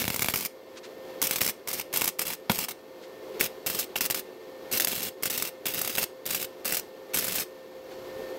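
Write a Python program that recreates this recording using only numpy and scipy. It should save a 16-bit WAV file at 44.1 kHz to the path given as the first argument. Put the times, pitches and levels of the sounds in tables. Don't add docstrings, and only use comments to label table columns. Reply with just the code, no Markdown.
import sys
import numpy as np
from scipy import signal
from scipy.fft import rfft, irfft
from scipy.io import wavfile
from scipy.ndimage import minimum_filter1d

SR = 44100
rng = np.random.default_rng(int(sys.argv[2]) if len(sys.argv) > 2 else 0)


def level_to_linear(level):
    exponent = np.asarray(level, float) / 20
    return 10 ** exponent


def unload_audio(sound):
    columns = np.transpose(np.atleast_2d(sound))
    steps = np.round(np.clip(columns, -1, 1) * 32767)
    wavfile.write(sys.argv[1], SR, steps.astype(np.int16))


N = 369558

# (frequency [Hz], relative spectral level [dB])
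RUSH_SPECTRUM = [(18, -55), (40, -36), (175, -26), (300, -17), (400, -12), (710, -21.5), (1030, -25),
                 (1470, -31), (1930, -34), (4300, -35.5), (10100, -49), (12600, -43), (15800, -45)]
# (frequency [Hz], width [Hz], lift [dB])
CASE_RESONANCES = [(366, 29.6, 6.5), (445, 32, 5), (648, 20, 2.5), (1807, 40, 8), (2115, 64, 8.5),
                   (2230, 82, 3), (2700, 30, 6), (3330, 90, 4), (4400, 150, 3), (12550, 380, 7.5)]
# (frequency [Hz], relative level [dB])
BLADE_TONES = [(523.5, -0.5), (1047, -23)]
# (time [s], blade tone level [dB], motor whine level [dB])
FAN_LEVELS = [(0, -52, -67), (1.1, -49.5, -65.5), (3, -50.5, -67), (5, -47.5, -64.5), (7.6, -47, -65),
              (7.9, -47.5, -74), (8.08, -47, -62), (8.3, -47, -60), (8.38, -46.5, -68)]
# (time [s], level [dB], half length [s])
STRAIGHTENING = (8.08, -66, .19)
# (time [s], swell level [dB], nominal length [s])
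SLEEVE_RUSTLES = [(0.768, -36, 0.029), (0.839, -38.5, 0.033), (3.025, -45, 0.044), (7.912, -50, 0.037),
                  (7.93, -56, 0.25)]
# (time [s], lower ring [dB], upper ring [dB], top ring [dB], lows [dB], mids [dB])
TORCH_POSITIONS = [(0, 3, -3, 1, 4, 1), (1.3, 3, -5, -9, 0, 0), (2.4, 4, -3, -6, 1, 3.5),
                   (3, -8, 5, -7, -1, -2), (4.5, -10, 3, -3, 0, -2), (5.7, -5, 4, -3, 0, -2),
                   (7.4, -5, -2, -8, -1, -4)]
# (frequency [Hz], width [Hz])
PIPE_RINGS = [(2220, 250), (2720, 130), (14800, 350)]
# (time [s], level [dB])
WIRE_STUB = (2.5003, -13)
# (frequency [Hz], relative level [dB], 60 dB decay [s])
KNOCK_MODES = [(215, 0, .04), (500, -4, .025), (730, -8, .025), (950, -10, .025), (1450, -8, .03),
               (2230, -8, .03)]
# (time [s], relative level [dB])
AIR_THUMPS = [(0.018, -38), (0.0424, -34), (0.0533, -36), (0.0798, -30), (0.1034, -32), (0.1443, -39),
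              (0.1946, -35), (0.2213, -35), (0.2287, -38), (0.2456, -34), (0.2855, -30), (0.3385, -36),
              (0.3592, -37), (1.4171, -33), (2.0184, -37), (2.5172, -34), (4.1009, -39)]
# (strike time [s], out time [s], sizzle level at strike [dB], sizzle level at out [dB])
ARC_BURNS = [(0.0, 0.02, -26, -26), (0.022, 0.325, -36, -35), (0.336, 0.465, -33, -35),
             (1.215, 1.303, -35, -40), (1.309, 1.39, -32, -37), (1.405, 1.505, -29, -31),
             (1.673, 1.818, -33, -37), (1.928, 2.095, -33, -31), (2.187, 2.235, -30, -33),
             (2.253, 2.345, -31, -33), (2.496, 2.572, -31, -33), (2.582, 2.65, -31, -32),
             (2.683, 2.718, -33, -35), (3.396, 3.466, -36, -33), (3.662, 3.84, -35, -37),
             (3.956, 3.985, -34, -35), (4.007, 4.068, -34, -34), (4.1, 4.125, -31, -35),
             (4.144, 4.2, -31, -35), (4.714, 4.779, -31, -33), (4.798, 4.852, -30, -36),
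             (4.871, 5.086, -33, -31), (5.225, 5.277, -31, -33), (5.299, 5.49, -32, -34),
             (5.655, 5.728, -33, -36), (5.736, 5.962, -33, -35), (5.972, 6.043, -32, -31),
             (6.255, 6.452, -33, -36), (6.647, 6.797, -33, -35), (7.135, 7.433, -32, -31)]
# (frequency [Hz], relative spectral level [dB])
ARC_SPECTRUM = [(35, -40), (70, -10), (170, 2), (700, -5), (1100, -6), (1900, -5.5), (3200, -3), (6500, -5),
                (9500, -10), (12000, -3), (15800, -3)]
# (frequency [Hz], width [Hz], lift [dB])
WORK_RESONANCES = [(5200, 300, 4), (8370, 690, 6), (10800, 250, 4), (11700, 150, 3), (12700, 500, 3)]
# (time [s], bright level [dB], body level over bright [dB], time until bright is 6 dB down [s])
LOUD_SPITS = [(0.0405, -28, 1, .004), (0.0522, -28, -2, .003), (0.0788, -23, -3, .003),
              (0.1018, -23, -3, .0035), (0.1432, -23, -3.5, .0035), (0.1616, -22, -5.5, .004),
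              (0.1936, -21, -3.5, .0035), (0.221, -19, -4.5, .004), (0.2282, -23, -3.5, .0035),
              (0.2444, -24, -2, .004), (0.2589, -26, -3.5, .0045), (0.2849, -20, -.5, .004),
              (0.2983, -26, -3.5, .004), (0.3382, -22, -.5, .0075), (0.3587, -20, -5.5, .004),
              (0.4081, -23, -8.5, .0045), (0.45, -23, -7.5, .004), (0.457, -23, -6.5, .008),
              (1.2167, -26, -7.5, .004), (1.2252, -26, -5, .0035), (1.2377, -28, -8.5, .0145),
              (1.2696, -27, -11, .0065), (1.31, -20, -7.5, .0035), (1.3594, -24, -5.5, .005),
              (1.4075, -30, 1, .006), (1.4153, -20, -2.5, .004), (1.4632, -23, -6.5, .0045),
              (1.4766, -21, -10, .0035), (1.4861, -22, -4.5, .0035), (1.6745, -28, -6, .004),
              (1.6837, -26, -8.5, .009), (1.7301, -25, -8.5, .014), (1.7969, -24, -2.5, .004),
              (1.9381, -26, -4.5, .0085), (1.96, -24, -7.5, .0045), (1.972, -21, -7.5, .0055),
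              (2.0112, -21, -2, .003), (2.0178, -22, 1, .004), (2.0429, -22, -8.5, .004),
              (2.0559, -26, -8, .005), (2.0773, -16, -8.5, .0035), (2.0868, -23, -5.5, .004),
              (2.193, -17, -7.5, .0035), (2.2165, -22, -5.5, .0085), (2.2668, -25, -7.5, .005),
              (2.279, -25, -8, .004), (2.334, -27, -5, .004), (2.4963, -25, 8.5, .008),
              (2.5168, -23, -2.5, .0045), (2.5881, -21, -6.5, .006), (2.684, -29, -1, .008),
              (3.4098, -25, -1.5, .0065), (3.663, -26, -6.5, .003), (3.6677, -22, -6.5, .004),
              (3.6995, -24, -5.5, .004), (3.7894, -25, -8.5, .0185), (3.9575, -32, 7, .0075),
              (4.0079, -22, -3.5, .01), (4.0528, -23, -11, .005), (4.0598, -24, -8.5, .005),
              (4.1005, -25, -1, .006), (4.1082, -23, -7.5, .005), (4.1456, -22, -7.5, .0045),
              (4.7253, -29, -9, .012), (4.7732, -25, -9.5, .0095), (4.7991, -20, -7.5, .004),
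              (4.8066, -22, -8.5, .003), (4.8205, -25, -10, .005), (4.847, -18, -9.5, .0035),
              (4.8719, -24, -1, .0045), (4.8814, -23, -6.5, .005), (4.9168, -25, -7.5, .0045),
              (5.0291, -27, -11, .011), (5.2331, -24.5, -5.5, .005), (5.2556, -24, -4.5, .0125),
              (5.2995, -26, -6.5, .012), (5.3768, -25, -8.5, .008), (5.4237, -21, -5.5, .0045),
              (5.6561, -25, -.5, .005), (5.6651, -23, -3.5, .004), (5.745, -28, -4, .004),
              (5.7898, -27, -7.5, .006), (5.8148, -21, -6.5, .0045), (5.8475, -25, -5, .004),
              (5.8751, -24, -3.5, .005), (5.9809, -23, -.5, .012), (6.0288, -20, -3.5, .004),
              (6.038, -25, -5, .003), (6.2618, -26, -7.5, .005), (6.3057, -24, -4.5, .005),
              (6.3466, -24, -3.5, .008), (6.4264, -26, -6.5, .006), (6.6529, -26, -5.5, .011),
              (6.6785, -26, -5, .005), (6.7227, -22, -4.5, .005), (6.7457, -23, -6.5, .008),
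              (6.7696, -23, -6.5, .006), (6.7961, -25, -7, .003), (7.1438, -24, -3.5, .012),
              (7.1857, -23, -7.5, .0105), (7.2435, -24, -5.5, .008), (7.281, -26, -6.5, .006),
              (7.3533, -25, -8.5, .014), (7.3977, -26, -6.5, .011)]


def in_time(rows):
    s, *columns = np.transpose(rows)
    return [np.interp(np.arange(N) / SR, s, column) for column in columns]


def band(x, low_hz, high_hz):
    return signal.sosfilt(signal.butter(2, [low_hz, high_hz], "band", fs=SR, output="sos"), x)


def drift(rate_hz):
    r = np.exp(-2 * np.pi * rate_hz / SR)
    slow = signal.lfilter([1], [1, -2 * r, r * r], rng.standard_normal(N + SR))[SR:]
    return slow / slow.std()


def coloured(spectrum, peaks, low_hz, high_hz):
    hz = np.maximum(np.arange(N // 2 + 1) * SR / N, 1)
    spectrum_hz, spectrum_db = np.transpose(spectrum)
    db = np.interp(np.log(hz), np.log(spectrum_hz), spectrum_db)
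    for at, width, lift in peaks:
        db = db + lift / (1 + (2 * (hz - at) / width) ** 2)
    noise = irfft(rfft(rng.standard_normal(N)) * level_to_linear(db), N)
    return noise / band(noise, low_hz, high_hz).std()


def fan():
    rush_db, whine_hz = -48, 1803
    rush = level_to_linear(rush_db + .8 * drift(9.4)) * coloured(RUSH_SPECTRUM, CASE_RESONANCES, 270, 496)
    turns = np.arange(N) / SR + .0002 * drift(3.37)
    blade_db, whine_db = in_time(FAN_LEVELS)
    blades = sum(level_to_linear(db) * np.sin(2 * np.pi * hz * turns) for hz, db in BLADE_TONES)
    whine = level_to_linear(whine_db + .9 * drift(5)) * np.sin(2 * np.pi * whine_hz * turns)
    tones = level_to_linear(blade_db + 2 * drift(9)) * blades + whine
    return rush + np.sqrt(2) * tones


def rumble():
    s, db, half = STRAIGHTENING
    low = band(rng.standard_normal(N), 35, 160)
    swell = np.exp(-((np.arange(N) / SR - s) / half) ** 4)
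    return level_to_linear(db + 2.5 * drift(8)) * swell * low / low.std()


def rustles():
    t = np.arange(N) / SR
    swell = np.zeros(N)
    for s, db, length in SLEEVE_RUSTLES:
        swell += level_to_linear(db) * np.exp(-((t - s - length / 3) / (length / 2)) ** 2)
    return swell * band(rng.standard_normal(N), 820, 5100)


def garage(x, t60, wall_hz):
    t = np.arange(SR // 2) / SR
    tail = rng.standard_normal(len(t)) * level_to_linear(-60 * t / t60) * (t > .003)
    tail = signal.sosfilt(signal.butter(1, wall_hz, fs=SR, output="sos"), tail)
    return signal.fftconvolve(x, tail / np.sqrt(np.sum(tail ** 2)))[:N]


def near_echoes(x):
    count, longest_s, echo_db = 6, .0025, -17
    strikes = [round(row[0] * SR) for row in ARC_BURNS] + [N]
    treble, out = band(x, 2900, 17000), x.copy()
    for start, end in zip(strikes, strikes[1:]):
        taps = np.zeros(round(longest_s * SR))
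        taps[rng.integers(8, len(taps), count)] = level_to_linear(echo_db) * rng.choice([-1, 1], count)
        part = treble[start:end]
        echoes = np.convolve(part, taps)[:end - start]
        out[start:end] += echoes - np.sum(taps ** 2) / 2 * part
    return out


def pipe(x, share):
    *rings_db, lows_db, mids_db = in_time(TORCH_POSITIONS)
    out = x + (level_to_linear(lows_db) - 1) * band(x, 30, 400)
    out = out + (level_to_linear(mids_db) - 1) * band(x, 650, 1350)
    for (hz, width), db in zip(PIPE_RINGS, rings_db):
        r = np.exp(-np.pi * width / SR)
        ring = signal.lfilter([1 - r, 0, r - 1], [1, -2 * r * np.cos(2 * np.pi * hz / SR), r * r], x)
        out = out + share * level_to_linear(db) * ring
    return out


def stub():
    s, knock_db = WIRE_STUB
    t = np.maximum(np.arange(N) / SR - s, 0)
    rings = np.zeros(N)
    for hz, db, t60 in KNOCK_MODES:
        rings += level_to_linear(knock_db + db - 60 * t / t60) * np.sin(2 * np.pi * hz * t)
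    return band(rings, 90, 5000)


def thumps():
    rebound_s = .0025
    dips, pushes = np.zeros((2, N)) + 1e-18
    for s, db in AIR_THUMPS:
        dips[round((s + .0002) * SR)] = -level_to_linear(db)
        pushes[round((s + .0005) * SR)] = level_to_linear(db)
    dip = band(dips, 180, 4200)
    slow = signal.lfilter([1], [1, -np.exp(-1 / (rebound_s * SR))], pushes)
    return level_to_linear(35) * dip + level_to_linear(8.5) * band(slow, 90, 900)


def burning():
    choke_s, choke_db, cooling_s = .005, -7, .0055
    level = np.zeros(N)
    for strike, out, first_db, last_db in ARC_BURNS:
        on = np.arange(max(round(strike * SR), 0), round(out * SR))
        level[on] = level_to_linear(np.linspace(first_db, last_db, len(on)))
    for s, *_ in LOUD_SPITS:
        level[round((s - choke_s) * SR):round(s * SR)] *= level_to_linear(choke_db)
    keep = np.exp(-1 / (cooling_s * SR))
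    glow = signal.lfilter([1 - keep], [1, -keep], level)
    return np.maximum(level, glow)


def sizzle(level):
    flicker_db, crackles_per_s, crackle_db, crackle_t60_s = 1.8, 160, 1.0, .011
    born = (rng.random(N) < crackles_per_s / SR) * level_to_linear(crackle_db + 3 * rng.standard_normal(N))
    crackle = signal.lfilter([1], [1, -level_to_linear(-60 / (crackle_t60_s * SR))], born)
    grain = level_to_linear(flicker_db * drift(50)) + crackle
    grain = grain / np.sqrt(np.mean(grain ** 2))
    return level * grain * coloured(ARC_SPECTRUM, WORK_RESONANCES, 2180, 17600)


def small_spits(level):
    per_s, over_sizzle_db, spread_db = 9, 3.5, 2.0
    body_db, fall_s = -8, .005
    s = rng.uniform(0, N / SR - .2, round(per_s * N / SR))
    chance = rng.standard_normal((len(s), 3))
    arc_db = 20 * np.log10(level[(s * SR).astype(int)] + 1e-9)
    db = arc_db + over_sizzle_db + spread_db * chance[:, 0]
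    return list(zip(s, db, body_db + 2.5 * chance[:, 1], fall_s * np.exp(.4 * chance[:, 2])))


def spits(rows):
    crack_db, spread_db = 13.5, 2.0
    gap_s, second_db = .0014, -2
    body_share = .7
    noise = coloured(ARC_SPECTRUM, WORK_RESONANCES, 3090, 16630)
    bright, body = band(noise, 3200, 16000), band(noise, 350, 4030)
    body = body / body.std()
    ragged = level_to_linear(2.5 * drift(1500))
    out, cracks, t = np.zeros(N), np.zeros(N) + 1e-18, np.arange(SR // 10) / SR
    attack = np.minimum(t / .0002, 1)
    for (s, db, body_db, length), chance in zip(rows, rng.standard_normal((len(rows), 3))):
        start = round(s * SR)
        part = slice(start, start + len(t))
        fade = attack * np.exp(-np.log(2) * (t / length) ** 1.9)
        body_fade = attack * np.exp(-np.log(2) * (t / (body_share * length)) ** 1.9)
        burst = fade * bright[part] + level_to_linear(body_db) * body_fade * body[part]
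        out[part] += ragged[part] * level_to_linear(db) * burst
        second = start + round(gap_s * np.exp(chance[2] / 4) * SR)
        cracks[[start, second]] -= level_to_linear(db + crack_db + spread_db * chance[:2] + [0, second_db])
    return out + band(cracks, 300, 15000)


def scene():
    soft_share = .6
    level = burning()
    hiss = near_echoes(pipe(sizzle(level), soft_share))
    ruptures = near_echoes(pipe(spits([*LOUD_SPITS, *small_spits(level)]), share=1))
    arc = hiss + ruptures + pipe(thumps(), soft_share) + stub()
    room = level_to_linear(-17) * garage(arc, t60=.21, wall_hz=9600)
    return (arc + room + rustles() + rumble() + fan())[None]


def even_out(x):
    even_db, share, most_gain_db = -30, .66, 6.5
    hold_s, slide_db_per_s, lag_s = .22, 21, .03
    settled_db = -27
    fast, slow = np.exp(-1 / (.1 * SR)), np.exp(-1 / (lag_s * SR))
    power = signal.lfilter([1 - fast], [1, -fast], x[0] ** 2, zi=[level_to_linear(2 * settled_db)])[0]
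    hold = round(hold_s * SR) // 2
    held_db = -minimum_filter1d(-10 * np.log10(power), size=2 * hold + 1, origin=hold, mode="nearest")
    slide = slide_db_per_s * np.arange(N) / SR
    loud_db = np.maximum.accumulate(held_db + slide) - slide - settled_db
    lagged_db = signal.lfilter([1 - slow], [1, -slow], loud_db)
    gain_db = share * (even_db - settled_db - lagged_db)
    return x * level_to_linear(np.minimum(gain_db, most_gain_db))


def low_pass(x):
    return signal.sosfilt(signal.butter(12, 16870, fs=SR, output="sos"), x)


def record(dry):
    top_cut = signal.cheby2(18, 30, 15900, fs=SR, output="sos")
    mix = signal.sosfilt(top_cut, even_out(dry))
    return low_pass(mix)


dry = scene()
out = record(dry)
unload_audio(out)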